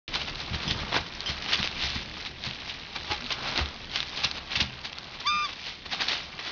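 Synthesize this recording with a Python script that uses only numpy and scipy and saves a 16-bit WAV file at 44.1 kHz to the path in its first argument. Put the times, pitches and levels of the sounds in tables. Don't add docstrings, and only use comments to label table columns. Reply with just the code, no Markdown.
import sys
import numpy as np
from scipy import signal
from scipy.fft import rfft, irfft
from scipy.io import wavfile
from scipy.ndimage import uniform_filter1d

SR = 44100
rng = np.random.default_rng(int(sys.argv[2]) if len(sys.argv) > 2 else 0)


def to_wav(sig):
    pcm = np.clip(np.atleast_2d(sig), -1, 1) * 32767
    pcm = np.round(pcm).astype(np.int16)
    wavfile.write(sys.argv[1], SR, pcm.T)


N = 287091
TIME = np.arange(N) / SR

# (time [s], level [dB])
RESTLESSNESS = [(.08, -39.5), (.85, -41.5), (1.1, -42.5), (1.45, -38.5), (2.1, -43), (2.2, -39),
                (2.34, -47), (2.6, -40.5), (2.92, -44), (3.1, -38), (3.45, -42.5), (3.8, -44), (4.2, -39),
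                (4.44, -45.5), (5.1, -45), (5.56, -42), (5.82, -50.5), (6.5, -43)]
# (time [s], relative level [dB])
SLIDING_CURVE = [(.08, -10), (.85, 1), (1.1, -4.5), (2.2, -7), (3.25, -7), (3.45, 2.5), (3.9, -8),
                 (5.0, -2.5), (5.6, -8.5), (6.5, -3.5)]
# (time [s], level [dB])
TREAD_CURVE = [(.08, -42.5), (.4, -46), (.8, -40), (1.15, -48.5), (1.85, -45), (2.9, -50.5), (3.5, -47),
               (5.6, -53.5), (6.05, -50), (6.5, -53)]
# (time of the height [s], level [dB], dying time [s], dull part against crisp part [dB])
PAW_STEPS = [(.157, -33.5, 0.021, -2), (.216, -33, 0.012, -8.5), (0.286, -37, 0.017, -1.5),
             (0.404, -37, 0.017, -5.5), (0.545, -33.5, 0.017, -6.5), (.635, -39, 0.047, -5.5),
             (.711, -29, 0.012, -17), (.8, -38, 0.026, -6), (0.964, -27.5, 0.018, 1),
             (1.298, -33.5, 0.025, -6), (1.495, -33.5, 0.021, -6), (1.535, -23.5, 0.02, -11),
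             (1.594, -32, 0.018, -5), (1.647, -30, 0.019, -11), (1.835, -31.5, 0.076, -11),
             (1.96, -37, 0.047, -8.5), (2.264, -36.5, 0.013, -10), (2.462, -35.5, 0.034, -7.5),
             (2.7, -36.5, 0.021, -13.5), (2.962, -34, 0.0099, -1.5), (3.117, -31.5, .021, -1.5),
             (3.324, -28, 0.0083, -12), (3.478, -36, 0.083, -2), (3.591, -31, 0.026, -0.5),
             (3.964, -32.5, 0.038, -9), (4.246, -22.5, 0.011, -14), (4.371, -39.5, 0.024, -1),
             (4.523, -33.5, 0.018, -9), (4.611, -27.5, 0.0078, -10), (4.853, -34, .011, -7),
             (5.147, -44, 0.013, -7), (5.493, -40, 0.018, -2.5), (5.672, -38, 0.058, -10),
             (5.861, -38, 0.0076, -6), (5.932, -31, 0.022, -5), (6.016, -30, 0.022, -4),
             (6.118, -31, 0.064, -7), (6.475, -37.5, 0.055, -5.5)]
# (time [s], level [dB], dull part against crisp part [dB])
PAW_SLAPS = [(0.1408, -31.5, -12), (.923, -32.5, 2), (.943, -33, 2.5), (3.305, -32.5, -3.5),
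             (3.559, -33, -3), (4.174, -32.5, -6), (4.557, -25.5, -15), (4.604, -24, -10),
             (5.202, -38.5, -5), (6.008, -29, -5), (6.085, -29, -16), (6.392, -37.5, -4)]
# (time [s], dry peak level [dB], pitch [Hz])
CREASE_SNAPS = [(.1567, -10, 3280), (0.7099, -9, 3700), (1.2058, -14.5, 4080), (1.2927, -17, 3400),
                (1.4234, -17.5, 4050), (1.4615, -19, 2300), (1.6292, -9, 2800), (1.6748, -11, 2980),
                (1.903, -14.5, 4000), (2.2512, -19, 3170), (2.439, -17, 3600), (2.5105, -15.5, 3000),
                (3.2627, -16.5, 3900), (3.561, -15.5, 2980), (3.577, -6.5, 4200), (3.6587, -15, 3590),
                (3.9588, -9, 2970), (4.0041, -7.5, 3560), (4.0291, -14.5, 2550), (4.1762, -17, 3800),
                (4.246, -9, 3100), (4.3133, -10.5, 4360), (4.9302, -18.5, 2980), (4.985, -15.5, 4420),
                (6.085, -8.5, 4000)]
# (time [s], drive level [dB], hardness of the contact as a low-pass cutoff [Hz])
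LANDINGS = [(.508, -30.5, 220), (.534, -27.5, 160), (0.665, -29.5, 350), (.703, -28, 200), (.745, -28, 100),
            (0.805, -32, 200), (.957, -34, 160), (.995, -31, 89.5), (1.286, -29.5, 170), (1.589, -31, 300),
            (1.832, -29, 85), (1.95, -30, 240), (2.462, -32.5, 172), (3.095, -30.5, 132), (3.481, -43, 450),
            (3.579, -38, 504), (3.602, -13, 68), (4.241, -36, 170), (4.562, -31, 180), (4.606, -23.5, 150)]
# (frequency [Hz], relative level [dB], t60 [s])
FLOOR_RESONANCES = [(71.2, -2.5, 0.23), (127, -0.5, 0.15), (152, -1, 0.084), (200, -6, 0.32),
                    (240, -6, 0.2), (330, -1.5, 0.029)]
# (time [s], drive level [dB])
PEN_KNOCKS = [(.679, -30.5), (1.261, -34.5)]
# (frequency [Hz], relative level [dB], t60 [s])
WIRE_RESONANCES = [(2940, 0, .045), (3140, 2.5, 0.073), (3400, -2, 0.063), (5000, 3, .05),
                   (5170, -2, 0.054)]
# (time [s], level [dB], pitch [Hz])
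PAD_RUBS = [(.962, -36.5, 660), (3.125, -31, 832)]
# (time [s], level [dB], pitch [Hz])
PUP_GRUNTS = [(3.245, -41, 243), (5.36, -43.5, 198)]
# (time [s], pitch [Hz], level [dB], buzz [0-1])
REED_GLIDE = [(5.238, 885, -52, 0), (5.26, 1025, -33, .1), (5.271, 1165, -28, 1), (5.298, 1197, -28, .85),
              (5.32, 1205, -28, .35), (5.418, 1200, -30, 0), (5.452, 1180, -32.5, 1),
              (5.466, 1105, -36.5, .7), (5.483, 1020, -56, 0)]
# (multiple of the pitch [-], level when smooth [dB], level when buzzing [dB])
REED_PARTIALS = [(1, 1.5, 2.5), (2, -4, -4), (3, -12, 2.5), (4, -14, 2), (5, -11, -9), (6, -35, -23),
                 (7, -10, -20), (8, -12.5, -12)]
# (frequency [Hz], relative level [dB])
CRISP_COLOUR = [(500, -22.5), (1200, -17), (2000, -3), (2700, -1.5), (3900, -0.5), (4800, -3), (5500, -3.5)]
# (frequency [Hz], relative level [dB])
DULL_COLOUR = [(200, -3.5), (330, -2), (480, -5), (700, 1.5), (1200, 1.5), (1700, -2), (2600, -7),
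               (5000, -26.5)]
# (frequency [Hz], relative level [dB])
RUMBLE_COLOUR = [(20, -10.5), (33, -0.5), (48, -11.5), (70, 0), (95, -10.5), (125, -5.5), (200, -9.5),
                 (330, -14), (600, -19)]


def from_db(db):
    return 10 ** (np.asarray(db) / 20)


def rms_one(x):
    return x / np.sqrt(np.mean(x ** 2) + 1e-20)


def in_time(rows):
    s, *columns = np.transpose(rows)
    return [np.interp(TIME, s, column) for column in columns]


def low_pass(x, hz, order=2):
    return signal.sosfilt(signal.butter(order, hz, fs=SR, output="sos"), x + 1e-18)


def coloured(x, spectrum):
    hz, db = np.transpose(spectrum)
    f = np.maximum(np.fft.rfftfreq(N, 1 / SR), 1)
    gain = from_db(np.interp(np.log(f), np.log(hz), db))
    gain /= 1 + (f / (1.1 * hz[-1])) ** 24
    gain /= 1 + (.6 * hz[0] / f) ** 4
    return rms_one(irfft(rfft(x) * gain, N))


def ring(clicks, hz, t60):
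    r, w = np.exp(-np.log(1000) / (t60 * SR)), 2 * np.pi * hz / SR
    return signal.lfilter([0, r * np.sin(w)], [1, -2 * r * np.cos(w), r * r], clicks + 1e-18)


def add(track, s, sound):
    start = round(s * SR)
    track[start:start + len(sound)] += sound[:N - start]


def swell(s, rise_s, fall_s):
    return np.exp(-np.minimum(np.maximum((s - TIME) / rise_s, (TIME - s) / fall_s), 20))


def random_clicks(per_s, spread_db, largest):
    sizes = from_db(spread_db * np.minimum(rng.exponential(1, N), largest)) * rng.choice([-1, 1], N)
    return sizes * (rng.random(N) < per_s / SR)


def crackle(spectrum, per_s, spread_db, t60, friction, clump_db, even_s, count=14):
    clicks = random_clicks(per_s, spread_db, largest=4)
    patch = rng.integers(0, count, N)
    pitches = np.linspace(400, 5400, count)
    rings = sum(ring(clicks * (patch == k), hz, t60) for k, hz in enumerate(pitches))
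    grains = coloured(rings, spectrum)
    clumps = from_db(clump_db * rms_one(low_pass(rng.standard_normal(N), 70)))
    paper = clumps * (grains + friction * coloured(rng.standard_normal(N), spectrum))
    return paper / np.sqrt(uniform_filter1d(paper ** 2, int(even_s * SR)) + 1e-9)


def hums(rows, half_length_s, jitter):
    waver = 1 + jitter * rms_one(low_pass(rng.standard_normal(N), 120))
    phase = 2 * np.pi * np.cumsum(waver) / SR
    out = np.zeros(N)
    for s, db, hz in rows:
        fade = np.exp(-np.minimum(((TIME - s) / half_length_s) ** 2, 20))
        out += from_db(db) * fade * np.sin(hz * phase)
    return out


def rustle():
    (level_db,), (sliding_db,) = in_time(RESTLESSNESS), in_time(SLIDING_CURVE)
    crisp = crackle(CRISP_COLOUR, per_s=1200, spread_db=4.0, t60=.003, friction=0.77, clump_db=2.0, even_s=0.11)
    dull = crackle(DULL_COLOUR, per_s=1500, spread_db=1.0, t60=0.0045, friction=.8, clump_db=2.0, even_s=0.091)
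    return from_db(level_db) * (crisp + from_db(sliding_db) * dull)


def ticks(per_s=22, tick_db=9, spread_db=4.0, tick_hz=3500, t60=.0009):
    level_db, = in_time(RESTLESSNESS)
    clicks = from_db(level_db + tick_db) * random_clicks(per_s, spread_db, largest=3)
    return low_pass(ring(clicks, tick_hz, t60), 5500, order=4)


def tread(gain_db=1.0):
    level_db, = in_time(TREAD_CURVE)
    return from_db(level_db + gain_db) * coloured(rng.standard_normal(N), RUMBLE_COLOUR)


def scuffs(crisp_gain_db=4.0, dull_gain_db=2.5, swell_share=0.69, slap_rise_s=0.0023, slap_fall_s=0.019,
           drag_db=-17, drag_dull_db=-3, drag_lead_s=0.059, drag_lag_s=0.037):
    steps = [(s, db, swell_share * dying_s, dying_s, dull_db) for s, db, dying_s, dull_db in PAW_STEPS]
    slaps = [(s, db, slap_rise_s, slap_fall_s, dull_db) for s, db, dull_db in PAW_SLAPS]
    crisp_power, dull_power = np.zeros((2, N))
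    for s, db, rise_s, fall_s, dull_db in steps + slaps:
        push = from_db(db) * swell(s, rise_s, fall_s)
        drag = from_db(db + drag_db) * swell(s, drag_lead_s, drag_lag_s)
        crisp_power += push ** 2 + drag ** 2
        dull_power += (push * from_db(dull_db)) ** 2 + (drag * from_db(drag_dull_db)) ** 2
    crisp = crackle(CRISP_COLOUR, per_s=3000, spread_db=1.5, t60=0.0045, friction=0.36, clump_db=2.0, even_s=0.013)
    dull = crackle(DULL_COLOUR, per_s=2200, spread_db=1.0, t60=0.0046, friction=0.28, clump_db=1.5, even_s=0.028)
    crisp_layer = from_db(crisp_gain_db) * np.sqrt(crisp_power) * crisp
    dull_layer = from_db(dull_gain_db) * np.sqrt(dull_power) * dull
    return crisp_layer + dull_layer


def snaps(t60=0.0016, flutter_db=-29, flutter_s=0.0038, sheet_hz=1400, sheet_db=-11, sheet_t60=0.0016):
    out, t = np.zeros(N), TIME[:SR // 25]
    for s, db, hz in CREASE_SNAPS:
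        flutter = from_db(flutter_db) * rng.standard_normal(len(t)) * np.exp(-t / flutter_s)
        kick = signal.unit_impulse(len(t)) + flutter
        motion = ring(kick, hz, t60) + from_db(sheet_db) * ring(kick, sheet_hz, sheet_t60)
        snap = np.diff(low_pass(motion, 5500, order=4))
        add(out, s, from_db(db) * snap / np.abs(snap).max())
    return out


def thuds(scatter_db=2.0, lowest_hz=50, pad_db=-13, pad_s=.03, pad_hz=370):
    out, click, t = np.zeros(N), signal.unit_impulse(SR // 2), TIME[:SR // 2]
    for s, db, hard_hz in LANDINGS:
        strengths = from_db(scatter_db * rng.standard_normal(len(FLOOR_RESONANCES)))
        floor = np.zeros(len(t))
        for k, (hz, mode_db, t60) in enumerate(FLOOR_RESONANCES):
            floor += (-1) ** k * strengths[k] * from_db(mode_db) * ring(click, hz, t60)
        breath = rms_one(ring(rng.standard_normal(len(t)), pad_hz, .01))
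        puff = from_db(pad_db) * breath * np.exp(-t / pad_s)
        add(out, s, from_db(db) * (low_pass(floor, hard_hz, order=3) + low_pass(puff, hard_hz, order=1)))
    return signal.sosfilt(signal.butter(2, lowest_hz, "high", fs=SR, output="sos"), out + 1e-18)


def wire(rattle_db=-27, rattle_s=0.05):
    clicks, t = np.zeros(N), TIME[:SR // 10]
    for s, db in PEN_KNOCKS:
        rattle = from_db(rattle_db) * rng.standard_normal(len(t)) * np.exp(-t / rattle_s)
        add(clicks, s, from_db(db) * (signal.unit_impulse(len(t)) + rattle))
    return sum(from_db(db) * ring(clicks, hz, t60) for hz, db, t60 in WIRE_RESONANCES)


def rubs():
    return hums(PAD_RUBS, half_length_s=0.022, jitter=.03)


def grunts():
    return hums(PUP_GRUNTS, half_length_s=0.032, jitter=.08)


def tray(s=4.615, hz=126, db=-33, t60=0.57):
    click = np.zeros(N)
    add(click, s, from_db([db]))
    return ring(click, hz, t60)


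def squeak(jitter=0.00091, gain_db=1.2, full_db=-34, mellowing=.7):
    hz, db, buzz = in_time(REED_GLIDE)
    buzz = np.clip(buzz, 0, 1)
    waver = jitter * rms_one(low_pass(rng.standard_normal(N), 150))
    phase = 2 * np.pi * np.cumsum(hz * (1 + waver)) / SR
    soft_db = mellowing * np.minimum(db - full_db, 0)
    tone = np.zeros(N)
    for k, smooth_db, buzz_db in REED_PARTIALS:
        bite = buzz ** max(k - 2, 1)
        partial_db = smooth_db + bite * (buzz_db - smooth_db) + soft_db * (k > 1)
        tone += from_db(partial_db) * np.sin(round(k) * phase)
    sounding = (TIME > REED_GLIDE[0][0]) * (TIME < REED_GLIDE[-1][0])
    return from_db(db + gain_db) * tone * sounding


def room(x, t60=0.42, first_echo_s=0.0018):
    t = TIME[:SR // 2]
    tail = rng.standard_normal(len(t)) * np.exp(-np.log(1000) * t / t60) * (t > first_echo_s)
    return signal.fftconvolve(x, tail / np.linalg.norm(tail))[:N]


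def scene(paper_room_db=-13.5, toy_room_db=-22):
    paper_and_wire = rustle() + ticks() + scuffs() + snaps() + wire() + rubs()
    toy = squeak()
    reverb = room(from_db(paper_room_db) * paper_and_wire + from_db(toy_room_db) * toy)
    floor = tread() + thuds() + tray()
    return (paper_and_wire + toy + grunts() + reverb + floor)[None]


def record(dry):
    kept = (np.arange(N) % 4 == 0) * (TIME > .079)
    sampled = 4 * dry * kept
    smooth = signal.fftconvolve(sampled, signal.firwin(41, 5450, fs=SR)[None], "same")
    return signal.sosfilt(signal.cheby2(16, 50, 7300, fs=SR, output="sos"), smooth)


dry = scene()
out = record(dry)
to_wav(out)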